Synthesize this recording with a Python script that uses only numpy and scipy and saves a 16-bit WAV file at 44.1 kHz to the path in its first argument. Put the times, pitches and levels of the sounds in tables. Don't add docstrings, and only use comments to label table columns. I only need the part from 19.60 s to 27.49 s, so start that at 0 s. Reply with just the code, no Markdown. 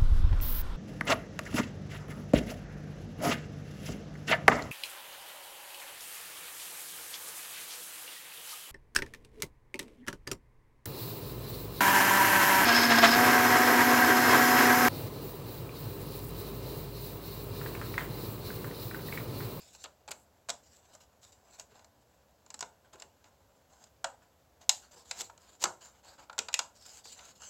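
import sys
import numpy as np
from scipy import signal
from scipy.fft import rfft, irfft, next_fast_len
from scipy.io import wavfile
from scipy.ndimage import uniform_filter1d, map_coordinates

SR = 44100
rng = np.random.default_rng(int(sys.argv[2]) if len(sys.argv) > 2 else 0)


def pcm_store(signal):
    levels = np.round(np.clip(np.atleast_2d(signal), -1, 1) * 32767)
    wavfile.write(sys.argv[1], SR, levels.astype(np.int16).T)


N = 347949


# frequency in Hz, level in dB per Hz.
BACKGROUND_SPECTRUM = [(25, -25.5), (45, -13.5), (62, 3.5), (100, -1), (150, -7), (230, -7), (370, -11.5),
                       (550, -4.5), (800, -10.5), (1200, -17), (2200, -23.5), (7500, -24.5), (10000, -18.5),
                       (15500, -18)]
BACKGROUND_DB = -63.0

# start in seconds, length in seconds,
# dull rub level in dB, dry hiss level in dB.
SLIDES = [(-0.04, 0.17, -76, -56), (0.124, 0.041, -68, -52), (0.176, 0.067, -74, -56),
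          (1.024, 0.07, -79, -64), (1.099, 0.094, -77, -60.5), (1.163, 0.21, -71, -66.5),
          (1.327, 0.027, -61.5, -54.5), (1.399, 0.024, -61, -54), (1.612, 0.082, -65.5, -57),
          (1.718, 0.015, -79, -56), (1.835, 0.16, -66.5, -68.5), (1.897, 0.068, -70, -58.5),
          (1.978, 0.04, -59, -52.5), (2.094, .12, -64, -68.5), (3.239, 0.028, -62, -75),
          (3.326, 0.019, -54, -54), (3.377, 0.065, -59.5, -63), (3.637, 0.043, -65, -68.5),
          (4.09, 0.18, -68, -65.5), (4.606, 0.041, -65, -73), (5.007, 0.02, -58, -54.5),
          (5.211, 0.053, -62.5, -59), (5.307, 0.038, -60, -55.5), (5.354, 0.065, -61.5, -55.5),
          (5.445, 0.11, -63, -56), (5.53, 0.094, -59.5, -56), (5.615, 0.065, -70, -54.5),
          (5.794, 0.17, -63, -60.5), (6.2, 0.1, -62.5, -58.5), (6.327, 0.077, -65.5, -67.5),
          (6.424, 0.13, -59.5, -59), (6.575, 0.062, -54, -58.5), (7.14, 0.23, -69, -56),
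          (7.244, 0.059, -61.5, -52.5), (7.304, 0.094, -62.5, -49), (7.434, .11, -68, -47.5),
          (7.554, 0.16, -57.5, -53.5), (7.749, 0.033, -73, -56.5), (7.794, .11, -59.5, -50)]
# frequency in Hz, level in dB per Hz.
RUB_SPECTRUM = [(100, -8.5), (350, -6), (700, 3.5), (1200, -3.5), (1500, 1.5), (1900, -8), (2800, -8.5),
                (5000, -15), (9000, -33.5)]
HISS_SPECTRUM = [(700, -30), (2000, -11), (3300, -7.5), (4400, -3.5), (5600, -6), (7200, 4), (8200, -2.5),
                 (11000, -7), (16000, -11)]
# frequency in Hz, width in Hz, boost in dB (a cut if negative).
SHEET_RESONANCES = [(1002, 110, 4.5), (1410, 52, -1.5), (2865, 110, 3.5), (3960, 180, 1.5),
                    (5050, 190, 3.5), (6600, 180, 0.5), (7590, 530, 2)]
# time in seconds, frequency in Hz.
PANEL_PITCHES = [(0.1, 4630), (1.3, 5930), (2.0, 5300), (2.2, 2700), (3.6, 2880), (4.15, 5200),
                 (5.02, 2380), (5.25, 4400), (5.42, 4900), (5.5, 2420), (5.7, 4670), (6.26, 3000),
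                 (6.5, 4670), (7.5, 4570), (7.62, 3730), (7.85, 4500)]
# time in seconds, frequency in Hz.
FLAP_PITCHES = [(0.9, 705), (2.9, 1050), (4.44, 740), (5.6, 870), (6.04, 1144), (6.8, 1400)]
SLIDE_ATTACK_S, SLIDE_RELEASE_T60_S = 0.007, 0.12
SLIDE_EASE = 0.061
SLIDE_ARCH_DB = 4.5
RESTING_RUB_DB, RESTING_HISS_DB = -75, -81
SCRATCH_DB = -8

# start in seconds, length in seconds, level in dB.
PEEL_EVENTS = [(0.132, 0.032, -58), (0.235, 0.01, -47), (0.482, .014, -50), (0.51, 0.011, -34.5),
               (0.526, 0.12, -64), (0.887, .006, -41), (5.606, 0.014, -38), (5.81, 0.064, -71),
               (6.043, 0.0049, -39)]
# frequency in Hz, level in dB per Hz.
PEEL_SPECTRUM = [(2000, -14), (5000, -28), (7500, 8), (11000, 6), (15500, -1)]

# time in seconds, then flap, crease and crack levels in dB.
SNAP_EVENTS = [(0.1488, -56.5, -58, -54), (0.2399, -49, -44.5, -40.5), (0.248, -47.5, -45.5, -62),
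               (0.257, -48, -48.5, -70.5), (0.4778, -45, -51, -48.5), (0.4849, -44, -46.5, -51),
               (0.508, -48.5, -46.5, -43.5), (0.5141, -44.5, -40.5, -39), (0.5211, -47, -46, -54),
               (0.8871, -38.5, -45, -41), (0.8927, -39, -37.5, -32.5), (0.901, -40, -33.5, -29),
               (1.35, -53, -73, -50.5), (1.9965, -55, -48, -40), (2.1934, -59, -62, -63),
               (2.245, -58, -62.5, -56.5), (2.862, -59.5, -65, -56.5), (2.903, -52, -51.5, -44),
               (2.9416, -49.5, -47.5, -39.5), (2.991, -55, -55, -43.5), (3.0075, -43.5, -43, -32.5),
               (3.0258, -37, -41, -41), (3.3562, -57.5, -65, -62), (3.3991, -74, -56, -47),
               (3.421, -50, -47, -43.5), (3.6417, -68, -61, -61), (4.2392, -64, -60.5, -51),
               (4.4431, -28.5, -34, -30.5), (5.0932, -33.5, -19, -14), (5.511, -41, -34, -32),
               (5.607, -46, -38, -33.5), (5.6149, -50, -42, -37), (5.6977, -46.5, -61, -61),
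               (5.7768, -63, -60.5, -55.5), (6.0392, -27.5, -26, -19.5), (6.055, -29, -39.5, -40),
               (6.6967, -41, -50.5, -58.5), (6.7292, -48, -57, -55), (6.78, -36.5, -40.5, -36),
               (6.7887, -37, -28.5, -25), (6.8849, -39, -39.5, -41), (6.9284, -54, -47, -43),
               (6.941, -40.5, -24, -22), (6.9908, -31, -29, -24.5), (7.455, -53.5, -55, -53),
               (7.5912, -62, -49.5, -66), (7.8187, -51, -77, -47.5)]
# frequency in Hz, level in dB per Hz.
FLAP_SPECTRUM = [(60, -25), (220, -26), (410, -22), (560, -2.5), (900, -3), (1150, -7), (1400, 0.5),
                 (1800, -9.5), (3000, -33.5)]
CREASE_SPECTRUM = [(350, -50), (900, -28), (1700, -13.5), (2100, -5), (2700, -3.5), (3300, -4.5),
                   (4100, -0.5), (4700, -2), (6500, -43.5)]
CRACK_SPECTRUM = [(400, -65), (2800, -50), (4300, -13), (5000, -0.5), (5600, -0.5), (7300, 5), (8200, 1),
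                  (11000, -9), (16000, -20)]
# flap level in dB, T60 in seconds.
FLAP_RING_TIMES = [(-51.5, 0.035), (-31, 0.046)]
# crack level above the crease in dB, pitch in Hz.
CREASE_PITCHES = [(0.5, 2300), (4, 2850), (5, 4000), (8.5, 5530)]

# time in seconds, level in dB.
THUMP_EVENTS = [(0.242, -57.5), (0.49, -56), (.513, -60), (2.118, -60.5), (2.943, -61), (3.022, -54.5),
                (3.344, -56.5), (3.448, -60.5), (5.361, -64), (5.606, -55), (6.039, -42.5), (6.058, -46),
                (6.788, -45.5), (6.991, -57.5), (0.895, -54), (7.455, -62.5)]
# frequency in Hz, level in dB per Hz.
THUMP_SPECTRUM = [(50, -23), (110, -7.5), (220, 0.5), (380, 2.5), (520, 5), (900, -39), (2500, -68)]

# start in seconds, fastest moment in seconds,
# peak level in dB, rise up to that peak in dB.
SWISH_EVENTS = [(5.555, 5.603, -35.5, 22.5), (5.995, 6.028, -29.5, 33.5)]
SWISH_T60_S = 0.035

# frequency in Hz, T60 in seconds.
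ROOM_RING_TIMES = [(300, 0.34), (800, 0.27), (2500, 0.22), (7000, 0.23), (14000, 0.39)]
# frequency in Hz, level in dB against the direct sound.
ROOM_SPECTRUM = [(200, -2.5), (900, -4), (2000, -9.5), (4500, -13), (7300, -9), (10000, -14.5),
                 (15000, -19)]
# frequency in Hz, gain in dB.
MIC_RESPONSE = [(7700, -2), (8300, -8.5), (9000, -18), (10000, -13.5), (11500, -10.5), (15500, -12.5)]
TOP_HZ = 15950


def amp(db):
    return 10 ** (np.asarray(db) / 20)


def unit(x):
    return x / np.sqrt(np.mean(x ** 2) + 1e-20)


def along(points, hz):
    table_hz, values = np.transpose(points)
    return np.interp(np.log(hz + 1), np.log(table_hz + 1), values)


def at_value(points, x):
    return np.interp(x, *np.transpose(points))


def wobble(rate):
    knots = rng.standard_normal(int(N * rate / SR) + 4)
    return map_coordinates(knots, [np.arange(N) * rate / SR])


def peak_shape(hz, centre, width):
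    return 1 / (1 + (2 * (hz - centre) / width) ** 2)


def coloured(x, spectrum, peaks=()):
    m = 2 * next_fast_len(len(x))
    hz = np.fft.rfftfreq(m, 1 / SR)
    db = along(spectrum, hz)
    for centre, width, boost_db in peaks:
        db = db + boost_db * peak_shape(hz, centre, width)
    cepstrum = irfft(np.log(amp(db)))
    cepstrum[1:m // 2] *= 2
    cepstrum[m // 2 + 1:] = 0
    response = np.exp(rfft(cepstrum))
    return irfft(rfft(x, m) * response)[:len(x)]


def background():
    noise = rng.standard_normal(N)
    return amp(BACKGROUND_DB) * unit(coloured(noise, BACKGROUND_SPECTRUM))


def friction(spectrum, catches, grain_db):
    caught = rng.random(N) < catches / SR
    grains = caught * rng.standard_normal(N)
    slips = rng.standard_normal(N) + amp(grain_db) * unit(grains)
    return unit(coloured(slips, spectrum, SHEET_RESONANCES))


def panel(x, pitch, width_hz, boost_db, patchy_db):
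    hz, t, z = signal.stft(x, SR, nperseg=512)
    resonance_db = boost_db * peak_shape(hz[:, None], at_value(pitch, t), width_hz)
    patches = uniform_filter1d(rng.standard_normal(z.shape), size=6, axis=0)
    patches = uniform_filter1d(patches, size=16, axis=1)
    gain = amp(resonance_db + patchy_db * unit(patches))
    return unit(signal.istft(z * gain, SR, nperseg=512)[1][:N])


def stroke(length):
    t = np.arange(SR // 2) / SR
    rise = np.minimum(t / (SLIDE_ATTACK_S + SLIDE_EASE * length), 1)
    arch_db = SLIDE_ARCH_DB * (np.sin(np.pi * np.minimum(t / length, 1)) - 1)
    release_db = -60 * np.maximum(t - length, 0) / SLIDE_RELEASE_T60_S
    return rise * amp(arch_db + release_db)


def sliding():
    rub_gain = np.full(N + SR, amp(RESTING_RUB_DB))
    hiss_gain = np.full(N + SR, amp(RESTING_HISS_DB))
    for start, length, rub_db, hiss_db in SLIDES:
        first = round(start * SR)
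        shape = stroke(length)[max(-first, 0):]
        at = max(first, 0) + np.arange(len(shape))
        rub_gain[at] = np.hypot(rub_gain[at], amp(rub_db) * shape)
        hiss_gain[at] = np.hypot(hiss_gain[at], amp(hiss_db) * shape)
    pressure_db = 2.0 * wobble(70)
    rub = friction(RUB_SPECTRUM, catches=400, grain_db=-3.5)
    rub = panel(rub, FLAP_PITCHES, width_hz=390, boost_db=2.5, patchy_db=2.0)
    hiss = friction(HISS_SPECTRUM, catches=710, grain_db=-8)
    hiss = panel(hiss, PANEL_PITCHES, width_hz=500, boost_db=5.5, patchy_db=4.0)
    scratches = friction(HISS_SPECTRUM, catches=130, grain_db=7.5)
    hiss = hiss + amp(SCRATCH_DB) * scratches
    return amp(pressure_db) * (rub_gain[:N] * rub + hiss_gain[:N] * hiss)


def peels():
    t = np.arange(N) / SR
    gain = np.zeros(N)
    for start, length, db in PEEL_EVENTS:
        gain += amp(db) * ((t > start) & (t < start + length))
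    return gain * friction(PEEL_SPECTRUM, catches=1300, grain_db=14)


def burst(spectrum, hold, t60, peaks=()):
    t = np.arange(SR // 6) / SR
    shape = amp(-60 * np.maximum(t - hold, 0) / t60)
    ring = coloured(rng.standard_normal(len(t)) * shape, spectrum, [*SHEET_RESONANCES, *peaks])
    attack = t < 0.006
    return unit(ring) * np.sqrt(np.mean(shape ** 2) / np.mean(shape[attack] ** 2))


def snaps():
    out = np.zeros(N + SR)
    for s, flap_db, crease_db, crack_db in SNAP_EVENTS:
        flap_hz = at_value(FLAP_PITCHES, s)
        flap_t60 = at_value(FLAP_RING_TIMES, flap_db)
        crease_hz = at_value(CREASE_PITCHES, crack_db - crease_db)
        sharp_db = np.interp(crack_db - flap_db, [-2, 8, 18], [-7, 0, 9])
        # centre in Hz, width in Hz, boost in dB
        flap_peaks = [(flap_hz, 300, 4), (900, 200, 2)]
        crease_peaks = [(crease_hz, 550, 6)]
        crack_peaks = [(crease_hz, 550, 3), (13500, 3500, sharp_db)]
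        snap = amp(flap_db) * burst(FLAP_SPECTRUM, hold=0.002, t60=flap_t60, peaks=flap_peaks)
        snap += amp(crease_db) * burst(CREASE_SPECTRUM, hold=0.0023, t60=0.025, peaks=crease_peaks)
        snap += amp(crack_db) * burst(CRACK_SPECTRUM, hold=0.0018, t60=0.019, peaks=crack_peaks)
        out[round(s * SR):][:len(snap)] += snap
    return out[:N]


def thumps():
    out = np.zeros(N + SR)
    for s, db in THUMP_EVENTS:
        thump = amp(db) * burst(THUMP_SPECTRUM, hold=0.0092, t60=0.045)
        out[round(s * SR):][:len(thump)] += thump
    return out[:N]


def swishes():
    t = np.arange(N) / SR
    gain = np.zeros(N)
    for start, fastest, peak_db, swell_db in SWISH_EVENTS:
        swell = np.interp(t, [start, fastest], [peak_db - swell_db, peak_db])
        release_db = -60 * np.maximum(t - fastest, 0) / SWISH_T60_S
        gain += (t > start) * amp(swell + release_db)
    edge = friction(HISS_SPECTRUM, catches=3500, grain_db=1.5)
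    body = friction(RUB_SPECTRUM, catches=1200, grain_db=-3.0)
    return gain * (edge + amp(-11.5) * body)


def room(x):
    out = np.zeros(N + 2 * SR)
    step = SR // 3
    for i in range(0, N, step):
        hz, t, z = signal.stft(rng.standard_normal(SR // 2), SR, nperseg=256)
        t60 = along(ROOM_RING_TIMES, hz)[:, None]
        build = 1 - np.exp(-(t / 0.0028) ** 2)
        fade = amp(-60 * t / t60)
        tail = signal.istft(z * build * fade, SR, nperseg=256)[1]
        wet = signal.fftconvolve(x[i:i + step], tail / np.linalg.norm(tail))
        out[i:i + len(wet)] += wet
    return coloured(out[:N], ROOM_SPECTRUM)


def scene():
    handling = thumps() + sliding() + swishes() + peels()
    direct = snaps() + handling
    second_draw = snaps() + handling
    answer = (room(direct) + room(second_draw)) / np.sqrt(2)
    return (direct + answer + background())[None]


def record(dry):
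    m = next_fast_len(N + SR // 2)
    heard = rfft(coloured(dry[0], MIC_RESPONSE), m)
    hz = np.fft.rfftfreq(m, 1 / SR)
    band_limit = 1 / np.sqrt(1 + (hz / TOP_HZ) ** 200)
    return irfft(heard * band_limit, m)[None, :N]


dry = scene()
out = record(dry)
pcm_store(out)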